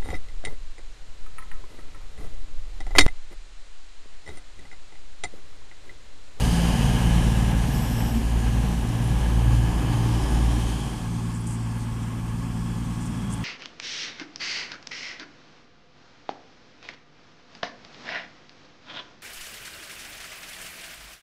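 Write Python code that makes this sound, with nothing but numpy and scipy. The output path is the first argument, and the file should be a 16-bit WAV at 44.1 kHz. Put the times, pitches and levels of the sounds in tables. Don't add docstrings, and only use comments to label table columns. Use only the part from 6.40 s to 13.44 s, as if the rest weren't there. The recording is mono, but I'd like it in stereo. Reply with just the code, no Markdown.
import sys
import numpy as np
from scipy import signal
from scipy.fft import rfft, irfft
from scipy.io import wavfile
from scipy.ndimage import map_coordinates

SR = 44100
rng = np.random.default_rng(int(sys.argv[2]) if len(sys.argv) > 2 else 0)


def int16_out(signal):
    q = np.round(np.clip(np.atleast_2d(signal).T, -1, 1) * 32767)
    wavfile.write(sys.argv[1], SR, q.astype(np.int16))


N = 310464
T = np.arange(N) / SR
HZ = np.maximum(np.fft.rfftfreq(N, 1 / SR), 1)
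NOSE_FROM_S, NOSE_TO_S = 4.26, 4.97

# time in seconds, firing rate in Hz.
FIRING_HZ = [(0, 57.2), (2, 57.5), (4.2, 57.5), (4.8, 57.1), (7.04, 56.9)]
EXHAUST_ORDERS = [6, 12, 14, 18, 20, 24, 26]
# level in dB, lift at the outlet in dB, lift at the bay in dB,
# second engine's amplitude ratio, time of a beat minimum in seconds.
COACH_EXHAUST = [(-26.5, 3.5, 2.2, 0.68, 3.574), (-31.5, 4, 5.5, 0.67, 3.37), (-39.5, 11, 6.5, 0.6, 3.33),
                 (-39, 7.5, 3, 0.33, 3.16), (-46.5, 11, -1, 0.5, 3.34), (-38, 2.5, -4, 0.35, 3.3),
                 (-43, 2.5, -2, 0.37, 3.3)]
# level in dB, second engine's amplitude ratio,
# time of a beat minimum in seconds.
NOSE_EXHAUST = [(-39, 0.1, 9), (-31.5, 0.22, 6.65), (-45.5, 0.06, 4.7), (-37, 0.28, 5.45), (-49.5, 0, 5.43),
                (-40.5, 0.17, 5.7), (-47.5, 0.06, 5.36)]
# time in seconds, swell in seconds, pitch in Hz, lift in dB.
HUM_BOOMS = [(.16, 0.15, 170.8, 11), (.4, 0.026, 230, 12), (.73, .16, 171, 8), (1.76, .04, 230, 14),
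             (2.35, .08, 171, 4), (4.48, 0.19, 133, 8)]
# time in seconds, relative rumble level in dB, drone level in dB.
SHAKE_DB = [(0.05, -27, -37), (0.07, -28.5, -29.5), (1.79, -34.5, -32), (2.62, -34.5, -34),
            (3.59, -34.5, -34), (5.3, -44.5, -39), (5.72, -38.5, -37), (7.0, -42.5, -33.5)]
# time in seconds, relative level in dB.
FAN_DB = [(0.03, -33.5), (0.71, -33.5), (0.77, -34), (1.76, -38.5), (3.09, -39), (3.92, -37.5), (4.81, -45),
          (6.75, -44), (6.85, -43)]
SPRAY_DB = [(0.03, -41), (1.74, -48.5), (3.27, -49), (4.05, -45.5), (4.37, -47), (4.7, -50.5), (5.74, -54),
            (6.5, -52)]
# frequency in Hz, relative level in dB.
RUMBLE_SPECTRUM = [(8, -16), (14, -13), (22, -3), (32, 5), (40, 8.5), (49, 10.5), (60, 1), (78, -1),
                   (100, -14.5), (150, -38.5)]
DRONE_SPECTRUM = [(50, -31), (90, -3.5), (150, 1.5), (195, 1), (240, -0.5), (275, -2), (305, -9.5),
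                  (345, -13.5), (450, -28.5), (700, -54)]
COACH_FAN_SPECTRUM = [(200, -8.5), (340, -0.5), (480, 0.5), (650, -2), (830, -1.5), (1050, -3), (1400, -8),
                      (1700, -8), (2000, -8.5), (2700, -9.5), (3300, -11), (3900, -25), (6000, -58)]
NOSE_FAN_SPECTRUM = [(200, -12), (370, 0), (440, -1.5), (640, -4.5), (850, -7), (1100, 2), (1450, -6),
                     (1750, -14.5), (2000, -8), (3200, -9.5), (3800, -36), (6000, -44)]
COACH_SPRAY_SPECTRUM = [(2000, -7.5), (3400, -2.5), (4040, -3), (6720, -2.5), (7850, -6), (9400, -2.5),
                        (13700, -20), (14200, -57)]
NOSE_SPRAY_SPECTRUM = [(2000, -31), (3400, -1.5), (3810, -7), (4990, -3), (6930, -4.5), (8700, -2),
                       (9230, -3.5), (9980, -9), (12100, -17), (13500, -24), (14200, -12.5)]
# centre in Hz, width in Hz, relative gain in dB.
COACH_CASING_MODES = [(845, 130, 3), (1023, 29, -6), (1667, 122, 2.5)]
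NOSE_CASING_MODES = [(740, 6.8, -14), (883, 110, -1), (1078, 13, 3.5), (1664, 150, -5)]
COOLER_MODES = [(277, 19, -8.5), (297.7, 36, 4.5), (350, 36, -8), (386, 28, -12), (850, 310, -9.5),
                (1140, 180, -12), (1710, 126, -18.5)]
DISC_MODES = [(3200, 1500, -2), (5140, 90, 2), (5530, 480, 5), (7730, 60, 11), (11750, 700, 2),
              (12450, 900, -2), (13500, 900, -3)]
# time in seconds, pitch in Hz, level in dB.
WHEEL_TRACK = [(0, 2997, -41.5), (.65, 2990, -41), (1.2, 2932, -50.5), (2.4, 2983, -53), (3.2, 3056, -50),
               (3.9, 3068, -49), (4.4, 3170, -47), (4.9, 3265, -64), (7.04, 3370, -68)]
BOGIE_TRACK = [(0, 4860, -46), (.5, 4960, -53), (1.1, 4900, -75), (3.1, 4700, -71), (3.5, 4910, -57),
               (3.85, 5100, -52), (4.2, 5340, -71), (4.6, 5330, -78)]
BRAKE_TRACK = [(5.9, 3270, -73), (6.18, 3280, -65), (6.28, 3290, -54), (6.45, 3320, -62), (6.7, 3340, -64),
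               (6.83, 3340, -53), (7.04, 3330, -57)]
# time in seconds, level in dB.
COOLER_DB = [(1.6, -43.5), (2.7, -41.5), (3.3, -36), (3.9, -34), (4.3, -38.5), (4.8, -47), (7.04, -54)]
# start in seconds, length in seconds, level in dB, centre in Hz, width in Hz.
VALVE_SPITS = [(2.634, .06, -54, 10250, 600), (4.937, .03, -48, 8000, 2400),
               (4.998, 0.014, -51, 9800, 1400), (5.064, 0.09, -45, 8300, 3200),
               (5.35, .04, -56, 9500, 4040), (6.6, 0.037, -49, 7510, 3500), (6.652, .02, -47, 7860, 3470),
               (6.895, 0.044, -48, 7300, 3500), (6.922, 0.018, -43.5, 8820, 1900)]
# order, in periods per engine cycle; below, its level in dB relative to FAN_DB.
WHINE_ORDERS = [78, 90, 116, 180]
WHINE_DB = [-20, -12, -19, -21]
# frequency in Hz, left minus right in dB.
COACH_SHADE_DB = [(200, 3), (370, 3), (680, 1.5), (1240, 6), (2280, 16), (3600, 20), (5000, 14.5),
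                  (6500, 24), (9500, 26), (14000, 16)]
NOSE_SHADE_DB = [(200, -3.5), (370, 12), (700, -1), (1240, 5), (2280, 13), (3600, 18.5), (5100, 16.5),
                 (8500, 28), (14000, 19)]
# frequency in Hz, correlation from 0 to 1.
STEREO_CORRELATION = [(100, .998), (280, .978), (600, .85), (1300, .58), (3000, .25), (7000, .05)]


def undb(db):
    return 10 ** (np.asarray(db) / 20)


def unit(x):
    return x / np.std(np.atleast_2d(x).mean(axis=0))


def curves(table):
    times_s, *columns = np.transpose(table)
    return [np.interp(T, times_s, column) for column in columns]


def across(points):
    hz, value = np.transpose(points)
    return np.interp(np.log(HZ), np.log(hz), value)


def resonances(modes):
    return sum(undb(db) / (1 + ((HZ - hz) / width_hz) ** 2) ** 2.5 for hz, width_hz, db in modes)


def colour(x, gain):
    return unit(irfft(rfft(x) * gain, N))


def walk(rate_hz):
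    return colour(rng.standard_normal(N), np.exp(-(HZ / rate_hz) ** 2))


def hiss():
    return rng.standard_normal((2, N))


def tone(cycle, order):
    return np.sqrt(2) * np.sin(2 * np.pi * (order * cycle + rng.random()))


def swell(peak_s, width_s):
    return np.exp(-((T - peak_s) / width_s) ** 2)


def ramp(start_s, end_s):
    return np.clip((T - start_s) / (end_s - start_s), 0, 1)


def envelope(start_s, end_s, attack_s, release_s):
    return ramp(start_s, start_s + attack_s) * (1 - ramp(end_s, end_s + release_s))


def spread(pair, shade_db, lag_s=-0.00023):
    correlation = across(STEREO_CORRELATION)
    mid, side = rfft(pair) * np.sqrt([1 + correlation, 1 - correlation])
    right_gain = undb(-across(shade_db))
    right = (mid - side) * right_gain * np.exp(-2j * np.pi * HZ * lag_s)
    return irfft(np.array([mid + side, right]) / (1 + right_gain), N)


def beating(cycle, order, firing_gap_hz, ratio, minimum_s, waver_db):
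    drift_cycles = firing_gap_hz * (T - minimum_s) / 6
    beat = 1 - ratio * np.exp(2j * np.pi * order * drift_cycles)
    carrier = np.exp(2j * np.pi * (order * (cycle - drift_cycles / 2) + rng.random()))
    return np.sqrt(2) * np.imag(carrier * beat) * undb(waver_db * walk(5))


def boom_lift_db(hz, width_hz=14):
    return sum(db * swell(peak_s, swell_s) * np.exp(-((hz - boom_hz) / width_hz) ** 2)
               for peak_s, swell_s, boom_hz, db in HUM_BOOMS)


def exhaust(cycle, coach_gap_hz=0.97, nose_gap_hz=0.17, coach_pan_db=-0.4, nose_pan_db=-1.2):
    outlet, bay = swell(0.72, 0.76), swell(3.21, 0.7)
    cycle_hz = cycle[-1] / T[-1]
    coach = nose = 0
    for order, (db, outlet_db, bay_db, ratio, minimum_s) in zip(EXHAUST_ORDERS, COACH_EXHAUST):
        level_db = db + outlet_db * outlet + bay_db * bay + boom_lift_db(order * cycle_hz)
        masked_ratio = ratio * (1 - 0.7 * outlet)
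        coach += beating(cycle, order, coach_gap_hz, masked_ratio, minimum_s, waver_db=1) * undb(level_db)
    for order, (db, ratio, minimum_s) in zip(EXHAUST_ORDERS, NOSE_EXHAUST):
        nose += beating(cycle, order, nose_gap_hz, ratio, minimum_s, waver_db=0.5) * undb(db)
    at_nose = ramp(4.08, 4.7)
    sides = np.array([[0.5], [-0.5]])
    return (1 - at_nose) * coach * undb(coach_pan_db * sides) + at_nose * nose * undb(nose_pan_db * sides)


def clatter(cycle, repeat, crank_db=2.0, scatter_db=2.75):
    size = 4096
    order = np.arange(size // 2 + 1)
    weight = undb(crank_db * np.cos(np.pi * order) + scatter_db * rng.standard_normal(len(order)))
    weight[:25:6] = 0
    patterns = irfft(weight * np.exp(2j * np.pi * rng.random((2, len(order)))))
    index = (cycle + 0.001 * walk(14)) % 1 * size
    looped = np.array([map_coordinates(p / p.std(), [index], order=1, mode="grid-wrap") for p in patterns])
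    return np.sqrt(repeat) * looped + np.sqrt(1 - repeat) * hiss()


def underframe(cycle, nose_rumble_db=-2.5):
    rumble_db, drone_db = curves(SHAKE_DB)
    rumble_db += 3 + nose_rumble_db * ramp(NOSE_FROM_S, NOSE_TO_S)
    rumble = colour(spread(clatter(cycle, repeat=0.69), NOSE_SHADE_DB), undb(across(RUMBLE_SPECTRUM)))
    drone = colour(spread(clatter(cycle, repeat=0.23), COACH_SHADE_DB), undb(across(DRONE_SPECTRUM)))
    return rumble * undb(rumble_db) + drone * undb(drone_db)


def fan_roar(cycle, spectrum, modes, shade_db, repeat, knock, ring_db, lag_s):
    pulsing = 1 + knock * (tone(cycle, order=6) + 1.5 * tone(cycle, order=2))
    air = spread(clatter(cycle, repeat) * pulsing, shade_db, lag_s)
    roar = colour(air, undb(across(spectrum)))
    ring = colour(air, resonances(modes)) * undb(ring_db)
    return unit(roar + ring) * undb(0.83 * walk(13.5))


def wet_rail(spectrum, shade_db, grain_db):
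    spray = hiss() * undb(grain_db * walk(900))
    lag_s = 0.0005 + 0.00005 * walk(0.7)
    echo = np.array([np.interp(T - lag_s, T, side) for side in spray])
    stereo = spread(spray + 0.17 * echo, shade_db)
    return colour(stereo, undb(across(spectrum))) * undb(0.79 * walk(16))


def steel_ring(track, shade_db, width_hz):
    hz, db = curves(track)
    carrier = np.exp(2j * np.pi * np.cumsum(hz) / SR)
    pair = np.array([np.real((walk(width_hz) + 1j * walk(width_hz)) * carrier) for _ in range(2)])
    return unit(spread(pair, shade_db)) * undb(db)


def cooler(blade_hz=382):
    phase = 2 * np.pi * np.cumsum(blade_hz + 3.5 * walk(12)) / SR
    blade = np.sin(phase) * undb(3 * walk(8) - 9) * undb([[3], [-2]])
    housing = colour(spread(hiss(), COACH_SHADE_DB), resonances(COOLER_MODES))
    return (housing + blade) * undb(curves(COOLER_DB)[0])


def brake_rub(level_db=-45.5):
    contact = envelope(1.22, 1.71, attack_s=0.14, release_s=0.14)
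    disc = colour(spread(hiss(), COACH_SHADE_DB), resonances(DISC_MODES))
    return disc * contact * undb(level_db + 1.2 * walk(40))


def air_spits(sputter_db=2.0):
    jet = spread(hiss() * undb(sputter_db * walk(300)), NOSE_SHADE_DB)
    spits = 0
    for start_s, length_s, db, hz, width_hz in VALVE_SPITS:
        gate = envelope(start_s, start_s + length_s, attack_s=0.006, release_s=0.016)
        spits += colour(jet, resonances([(hz, width_hz, 0)])) * undb(db) * gate
    return spits


def gear_whine(cycle, waver_db=3):
    whine = sum(tone(cycle, order) * undb(db + waver_db * walk(7))
                for order, db in zip(WHINE_ORDERS, WHINE_DB))
    return whine * undb([[-1], [1]])


def scene():
    fan_db, spray_db = curves(FAN_DB)[0], curves(SPRAY_DB)[0]
    firing_hz = curves(FIRING_HZ)[0] * (1 + 0.0008 * walk(3))
    cycle = np.cumsum(firing_hz) / SR / 6

    coach = fan_roar(cycle, COACH_FAN_SPECTRUM, COACH_CASING_MODES, COACH_SHADE_DB,
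                     repeat=0.36, knock=0.023, ring_db=-11, lag_s=-0.00014) * undb(fan_db + 1)
    coach += wet_rail(COACH_SPRAY_SPECTRUM, COACH_SHADE_DB, grain_db=0.6) * undb(spray_db + 3)
    nose = fan_roar(cycle, NOSE_FAN_SPECTRUM, NOSE_CASING_MODES, NOSE_SHADE_DB,
                    repeat=0.42, knock=0.018, ring_db=-8.5, lag_s=0.00005) * undb(fan_db + 0.2)
    nose += wet_rail(NOSE_SPRAY_SPECTRUM, NOSE_SHADE_DB, grain_db=-0.8) * undb(spray_db + 2)
    nose += gear_whine(cycle) * undb(fan_db)
    at_nose = ramp(NOSE_FROM_S, NOSE_TO_S)
    passing = np.sqrt(1 - at_nose) * coach + np.sqrt(at_nose) * nose

    engines = exhaust(cycle) + underframe(cycle) + cooler()
    steel = steel_ring(WHEEL_TRACK, COACH_SHADE_DB, width_hz=290)
    steel += steel_ring(BOGIE_TRACK, COACH_SHADE_DB, width_hz=400)
    steel += steel_ring(BRAKE_TRACK, NOSE_SHADE_DB, width_hz=130)
    return engines + passing + steel + brake_rub() + air_spits()


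def record(dry):
    cutoff_hz = 14200
    return signal.sosfilt(signal.ellip(12, 0.1, 80, cutoff_hz, fs=SR, output="sos"), dry)


dry = scene()
out = record(dry)
int16_out(out)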